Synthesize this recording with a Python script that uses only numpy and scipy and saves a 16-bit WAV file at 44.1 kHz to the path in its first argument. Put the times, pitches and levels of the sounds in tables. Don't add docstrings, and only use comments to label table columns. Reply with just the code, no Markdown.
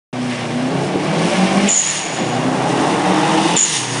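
import sys
import numpy as np
from scipy import signal
from scipy.fft import rfft, irfft, next_fast_len
from scipy.io import wavfile
from scipy.ndimage import map_coordinates

SR = 44100
rng = np.random.default_rng(int(sys.argv[2]) if len(sys.argv) > 2 else 0)


def waveform_to_disk(signal):
    frames = np.transpose(np.atleast_2d(signal))
    scaled = np.clip(frames, -1, 1) * 32767
    samples = np.round(scaled).astype(np.int16)
    wavfile.write(sys.argv[1], SR, samples)


N = 176400
T = np.arange(N) / SR

CYLINDERS = [1.02, 0.3, 1.15, 1.22]


def amp(db):
    return 10 ** (np.asarray(db) / 20)


def unit(x):
    return x / np.sqrt(np.mean(np.abs(x) ** 2) + 1e-20)


def along(points, hz):
    freqs, values = np.transpose(points)
    return np.interp(np.log(hz + 1), np.log(freqs + 1), values)


def curves(rows):
    times, *columns = np.transpose(rows)
    return [np.interp(T, times, column) for column in columns]


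def wobble(rate):
    return map_coordinates(rng.standard_normal(int(N * rate / SR) + 6), [T * rate + 2])


def flutter(width_hz):
    hz = np.fft.fftfreq(N, 1 / SR)
    return unit(np.fft.ifft(np.exp(2j * np.pi * rng.random(N)) / (1 + (hz / width_hz) ** 2)))


def gate(start, length, attack, release):
    return np.clip((T - start) / attack, 0, 1) * np.exp(-np.maximum(T - start - length, 0) / release)


def swell(centre, half_length):
    return np.exp(-((T - centre) / half_length) ** 2)


def filtered(x, response):
    size = next_fast_len(N + SR // 2)
    return irfft(rfft(x, size) * response(np.fft.rfftfreq(size, 1 / SR)), size)[:N]


def coloured(x, spectrum):
    return unit(filtered(x, lambda hz: amp(along(spectrum, hz))))


def noise(spectrum):
    return coloured(rng.standard_normal(N), spectrum)


def far_traffic():
    # (frequency [Hz], level [dB])
    colour = [(20, -30.5), (50, -19), (90, -16), (125, 5.5), (200, -7), (600, -4.5), (3000, -4.5),
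              (10000, -15)]
    return amp(-37) * noise(colour)


def house_fronts(x, wet_db):
    # (frequency [Hz], time to fall 60 dB [s])
    decay = [(150, 0.52), (1000, 0.52), (9000, 0.22)]
    hz, t, bands = signal.stft(rng.standard_normal(SR // 2), SR, nperseg=256)
    tail = signal.istft(bands * amp(-60 * t / along(decay, hz)[:, None]), SR, nperseg=256)[1]
    echo = signal.fftconvolve(x, tail / np.linalg.norm(tail))[:N]
    return (x + amp(wet_db) * echo) / np.hypot(1, amp(wet_db))


def road_bounce(x, far_lag_s=0.004, near_lag_s=0.008):
    lag_s = np.interp(T, [0, T[-1]], [far_lag_s, near_lag_s])
    return unit(x + 0.22 * map_coordinates(x, [(T - lag_s) * SR], order=1))


def approaching(x, far, near, from_s=1.86, to_s=3.2):
    nearness = np.clip((T - from_s) / (to_s - from_s), 0, 1)
    return unit((1 - nearness) * coloured(x, far) + nearness * coloured(x, near))


def tyres_and_intake():
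    # (time [s], mids [dB], treble [dB])
    in_gear = [
        [(0.14, -35, -53), (0.224, -34.5, -46.5), (0.32, -27.5, -39.5), (0.47, -31.5, -44), (0.6, -31.5, -43)],
        [(0.7, -32, -44), (0.864, -31, -41.5), (0.962, -30.5, -44), (1.272, -24.5, -34.5), (1.66, -22.5, -34.5)],
        [(2.2, -27.5, -39), (2.506, -31.5, -41), (2.916, -27.5, -33.5), (2.964, -28.5, -37), (3.54, -23.5, -31)],
    ]
    gear_changes = [(1.72, -27.5, -38), (1.8, -35, -46), (1.87, -26, -33), (2.05, -27, -36.5),
                    (3.6, -29.5, -36.5), (4, -29, -30.5)]
    # (frequency [Hz], level [dB])
    rush_far = [(650, -22), (1100, -8.5), (1540, -10.5), (1760, -2.5), (1910, -6.5), (2070, -3),
                (2350, -2.5), (2540, -7), (2790, -3.5), (3060, -6.5), (4740, -15), (5500, -14.5),
                (7150, -40.5), (12100, -120)]
    rush_near = [(700, -31.5), (1100, -12.5), (1550, -7), (1800, -2.5), (2080, -11), (2280, -5.5),
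                 (2500, 1), (2800, 3.5), (3000, 2), (3220, -1), (3550, 1.5), (3800, -1.5), (4050, -6),
                 (5500, -9.5), (7500, -55)]
    spray_colour = [(2470, -15), (4200, -4), (5840, 2), (7800, -3.5), (9590, -1), (10000, -4), (10300, -42),
                    (13400, -43), (22000, -120)]
    tread_colour = [(200, -49), (600, -23), (920, 2.5), (1350, -10), (2000, -4), (4000, -34.5)]
    # (time [s], level [dB])
    tread_level = [(0, -38.5), (2, -35.5), (3.3, -23.5), (3.7, -32), (4, -27.5)]
    mid_db, treble_db = curves(sorted(map(tuple, np.vstack([*in_gear, gear_changes]))))
    rush_gain = amp(mid_db - 1 + 0.85 * wobble(25.1))
    rush = approaching(rng.standard_normal(N), rush_far, rush_near) * amp(0.82 * wobble(300))
    spray_gain = amp(treble_db + 2 + 1.1 * wobble(25.76))
    spray = unit(noise(spray_colour) * amp(1.66 * wobble(400)))
    tread = amp(curves(tread_level)[0]) * noise(tread_colour)
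    return rush_gain * road_bounce(rush) + spray_gain * spray + tread


def firings(cycles, jitter_s, scatter_db=3.5):
    pipe_lag = [-0.0023, 0.0805, 0.0331, -0.037]
    firing = np.arange(int(cycles[-1] * len(CYLINDERS)))
    jitter, scatter = rng.standard_normal((len(firing), 2)).T
    cylinder = firing % len(CYLINDERS)
    times = np.interp(firing / len(CYLINDERS) + np.take(pipe_lag, cylinder), cycles, T)
    times += jitter_s * jitter
    strength = np.take(CYLINDERS, cylinder) * amp(scatter_db * scatter)
    return np.bincount(np.clip(times * SR, 0, N - 1).astype(int), strength, N)


def engine_note(cycles, order, rough):
    carrier = np.exp(2j * np.pi * (order * cycles + rng.random()))
    return np.sqrt(2) * np.real(carrier * (1 + rough * flutter(width_hz=17))) / np.hypot(1, rough)


def firing_notes(cycles):
    # (time [s], level [dB])
    firing_level = [(.13, -35), (.7, -38.5), (.81, -23), (1.04, -35), (1.1, -21), (1.15, -32),
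                    (1.205, -17.5), (1.27, -26), (1.315, -40), (1.35, -20.5), (1.39, -16.5), (1.44, -15.5),
                    (1.475, -30), (1.52, -21), (1.565, -14.5), (1.62, -18.5), (1.685, -18.5), (1.712, -35),
                    (2.1, -42.5), (2.3, -33), (3, -29), (3.45, -31), (3.55, -16.5), (3.59, -43),
                    (3.85, -39), (4, -34)]
    octave_level = [(.13, -25.5), (.26, -22.5), (.36, -31), (.52, -32.5), (.57, -20), (.72, -24.5),
                    (.8, -31.5), (1.08, -30.5), (1.2, -35.5), (1.68, -27.5), (1.75, -65), (2.2, -39.5),
                    (2.36, -22.5), (2.415, -27.5), (2.47, -21), (2.54, -21.5), (2.59, -34), (3.1, -29.5),
                    (3.21, -22.5), (3.32, -26.5), (3.37, -16.5), (3.44, -27), (3.5, -37), (3.62, -39.5),
                    (4, -58)]
    firing = amp(curves(firing_level)[0]) * engine_note(cycles, order=4, rough=0.33)
    octave = amp(curves(octave_level)[0]) * engine_note(cycles, order=8, rough=0.35)
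    throb = unit(amp(1.6 * wobble(40)))
    return amp(1.5) * (firing + octave) * throb


def pipe_crests(cycles):
    # (time [s], half-length [s], order [x cycle rate], level [dB])
    crests = [(2.372, 0.027, 25, -24), (2.644, 0.15, 25, -26.5), (3.014, 0.094, 20, -24.5),
              (3.203, 0.34, 5, -23), (3.242, 0.14, 21, -25.5), (3.324, 0.027, 23, -21),
              (3.521, .05, 20, -25), (3.93, 0.11, 9, -33), (3.877, 0.12, 4, -33)]
    return sum(amp(db) * swell(time, half_length) * engine_note(cycles, order, rough=0.35)
               for time, half_length, order, db in crests)


def exhaust_burble(cycles):
    # (order [x cycle rate], level [dB])
    notes = [(5, -5.5), (7, -12), (9, -15), (10, -19), (12, -13), (13, -14)]
    return sum(amp(db) * engine_note(cycles, order, rough=0.75) for order, db in notes)


def exhaust_growl(cycles, cycle_hz):
    # (order [x cycle rate], level [dB])
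    notes = [(12, -14), (16, -8), (17, -11), (20, -11.5), (21, -12.5), (22, -12), (23, -20), (24, -15),
             (25, -13), (26, -13), (31, -12.5)]
    # (frequency [Hz], level [dB])
    pipe = [(250, 9.5), (560, -6.5), (680, -7.5), (860, 1), (1000, -7.5), (1300, -11.5), (2000, -17)]
    return sum(amp(db + along(pipe, order * cycle_hz)) * engine_note(cycles, order, rough=0.8)
               for order, db in notes)


def exhaust_boom(cycles):
    # (frequency [Hz], level [dB])
    colour = [(30, -49), (60, -27), (95, -17), (130, 0.5), (185, 4), (235, -8.5), (310, -1.5), (380, -7.5),
              (450, -2.5), (600, -26.5), (1000, -69)]
    thuds = coloured(firings(cycles, jitter_s=0.00087), colour)
    return unit(house_fronts(thuds, wet_db=-2.5))


def exhaust_roar(cycles):
    # (frequency [Hz], level [dB])
    far = [(190, -33.5), (330, -3.5), (456, -14), (579, -0.5), (656, -1.5), (764, -1.5), (950, -15.5),
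           (1120, -6.5), (1250, -17.5), (1600, -13), (2080, -47), (3520, -120)]
    near = [(200, -40.5), (320, 10.5), (400, -27), (450, 0.5), (560, -3), (680, 3), (800, 3.5), (930, -0.5),
            (1050, -1.5), (1170, -3), (1300, -5), (1550, -11), (2100, -12), (4000, -66.5)]
    pulses = approaching(firings(cycles, jitter_s=0.00032), far, near)
    pulses = unit(house_fronts(pulses, wet_db=-1.5))
    gas = approaching(rng.standard_normal(N), far, near)
    pumping_db = 1.9 * np.cos(2 * np.pi * len(CYLINDERS) * cycles) + 1.1 * wobble(60)
    rasp = unit(gas * amp(pumping_db))
    return amp(-6) * pulses + amp(-3.5) * rasp


def exhaust():
    # (time [s], cycle rate [Hz])
    revs = [(.13, 31.44), (.3, 30.72), (.5, 29.35), (.62, 31.4), (.8, 34.75), (1, 37.8), (1.12, 40.44),
            (1.38, 45.54), (1.57, 48.72), (1.69, 51), (1.76, 50.3), (1.88, 39.05), (2.05, 35.8), (2.21, 31),
            (2.35, 30.46), (2.5, 32.29), (2.8, 34.79), (3.04, 37.48), (3.37, 39.93), (3.47, 41.1),
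            (3.57, 45.98), (3.66, 42.18), (3.8, 31.61), (4, 29.82)]
    # (time [s], boom level [dB], roar level [dB])
    load = [(.14, -28.5, -29), (.45, -28.5, -27), (.72, -24.5, -24), (.82, -19.5, -24), (.96, -21, -24.5),
            (1.05, -21.5, -22), (1.26, -18.5, -23), (1.3, -24, -21), (1.36, -24, -21.5), (1.55, -23, -18.5),
            (1.68, -22, -23.5), (1.705, -29, -28), (1.81, -38, -33.5), (2.03, -29.5, -30),
            (2.18, -28.5, -22.5), (2.21, -21, -23.5), (2.35, -26, -22.5), (2.6, -21.5, -19.5),
            (2.75, -19, -19), (2.9, -18.5, -19), (3.3, -21.5, -18), (3.47, -23, -19), (3.555, -18, -19),
            (3.58, -34, -41), (3.74, -32, -31), (3.87, -30.5, -29), (4, -25, -24.5)]
    cycle_hz, = curves(revs)
    cycles = np.cumsum(cycle_hz) / SR
    boom_db, roar_db = curves(load)
    notes = firing_notes(cycles) + pipe_crests(cycles)
    burble = exhaust_burble(cycles)
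    growl = amp(-0.5) * exhaust_growl(cycles, cycle_hz)
    lows = burble + amp(-3.5) * exhaust_boom(cycles)
    mids = growl + exhaust_roar(cycles)
    return notes + amp(boom_db) * lows + amp(roar_db + 0.4 * wobble(20)) * mids


def tailpipe_pops():
    # (time [s], peak [dB], pitch [Hz], half-length [s])
    pops = [(0.874, -18, 290, 0.0063), (0.959, -4, 336, 0.0017), (0.965, -15.5, 329, 0.015),
            (1.108, -16.5, 317, .012), (1.335, -17, 592, .018), (2.219, -15, 235.2, 0.0095),
            (2.662, -14.5, 810.4, 0.0072), (2.704, -12, 305, 0.0085), (2.806, -11.5, 256, .006),
            (3.186, -13, 303, 0.0028), (3.459, -10, 328.1, 0.0094)]
    return sum(amp(db) * np.cos(2 * np.pi * (hz * (T - time) + rng.random())) * swell(time, half_length)
               for time, db, hz, half_length in pops)


def jet_stalls(per_second=77, stall_s=0.0019):
    count = int(per_second * N / SR)
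    times = (np.arange(count) + rng.random(count)) / per_second
    after = np.clip(np.searchsorted(times, T), 1, count - 1)
    to_nearest = np.minimum(np.abs(T - times[after - 1]), np.abs(times[after] - T))
    return 1 - np.exp(-(to_nearest / stall_s) ** 2)


def valve_whistle(waver_hz=43.4, fade_db_per_s=41):
    # (start [s], length [s], tone [dB], afterglow [dB], undertone [dB])
    whistles = [(1.687, 0.12, -15.5, -19.5, -31), (3.565, 0.083, -13.5, -23.5, -23)]
    # (time [s], pitch [Hz])
    pitches = [
        [(1.69, 7150), (1.706, 6900), (1.74, 7100), (1.765, 6760), (1.8, 6867), (1.86, 6650), (1.875, 6990),
         (1.91, 6807)],
        [(3.566, 7220), (3.578, 7118), (3.594, 6800), (3.615, 6940), (3.638, 6970), (3.648, 6840), (3.9, 6560)],
    ]
    out = np.zeros(N)
    for (start, length, tone_db, glow_db, under_db), pitch in zip(whistles, pitches):
        phase = 2 * np.pi * np.cumsum(curves(pitch)[0] + waver_hz * wobble(70)) / SR
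        carrier = np.exp(1j * phase)
        swing = flutter(width_hz=170)
        tone = unit(np.real(carrier * swing / np.hypot(0.5, np.abs(swing))) * jet_stalls())
        undertone = unit(np.cos(phase / 2))
        glow = unit(np.real(carrier * flutter(width_hz=190)) * jet_stalls() * amp(1.5 * wobble(45)))
        fade_db = fade_db_per_s * np.maximum(T - start - length, 0)
        out += amp(tone_db) * tone * gate(start, length, attack=0.00087, release=0.0061)
        out += amp(under_db) * undertone * gate(start, 0, attack=0.001, release=0.022)
        out += amp(glow_db - fade_db) * glow * np.clip((T - start) / length, 0, 1)
    return out


def valve_air():
    # (start [s], length [s], level [dB], swell [dB], release [s])
    vents = [(1.673, 0.31, -24, 0, 0.053), (3.558, .21, -24.5, 6.5, 0.08)]
    # (frequency [Hz], level [dB])
    hiss_colour = [(900, -24), (1700, -9), (1900, 1.5), (2600, -5), (2820, 5.5), (3150, 2), (3700, 1.5),
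                   (4100, -1), (4950, -2.5), (5600, 2), (6600, 2), (7800, -5.5), (9000, 0.5), (10300, -6)]
    chuff_colour = [(1200, -29), (2200, 5), (3300, 5), (4500, -5), (6000, -24), (10000, -12)]
    hiss_gain, chuff_gain = np.zeros((2, N))
    for start, length, db, swell_db, release in vents:
        progress = np.clip((T - start) / length, 0, 1)
        hiss_gain += amp(db + swell_db * progress) * gate(start, length, attack=0.0059, release=release)
        chuff_gain += amp(-19.5) * gate(start, 0, attack=0.0018, release=0.023)
    hiss = hiss_gain * amp(0.71 * wobble(30.4)) * road_bounce(noise(hiss_colour))
    return hiss + chuff_gain * noise(chuff_colour)


def scene():
    car = exhaust() + tailpipe_pops() + tyres_and_intake()
    blow_off = house_fronts(valve_whistle() + valve_air(), wet_db=-14)
    return (car + blow_off + far_traffic())[None]


def record(dry, start_s=0.128, cutoff_hz=10050):
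    fade_in = np.clip((T - start_s) / 0.003, 0, 1)
    return filtered(dry[0] * fade_in, lambda hz: amp(-np.clip((hz - cutoff_hz) / 9, 0, 120)))[None]


dry = scene()
out = record(dry)
waveform_to_disk(out)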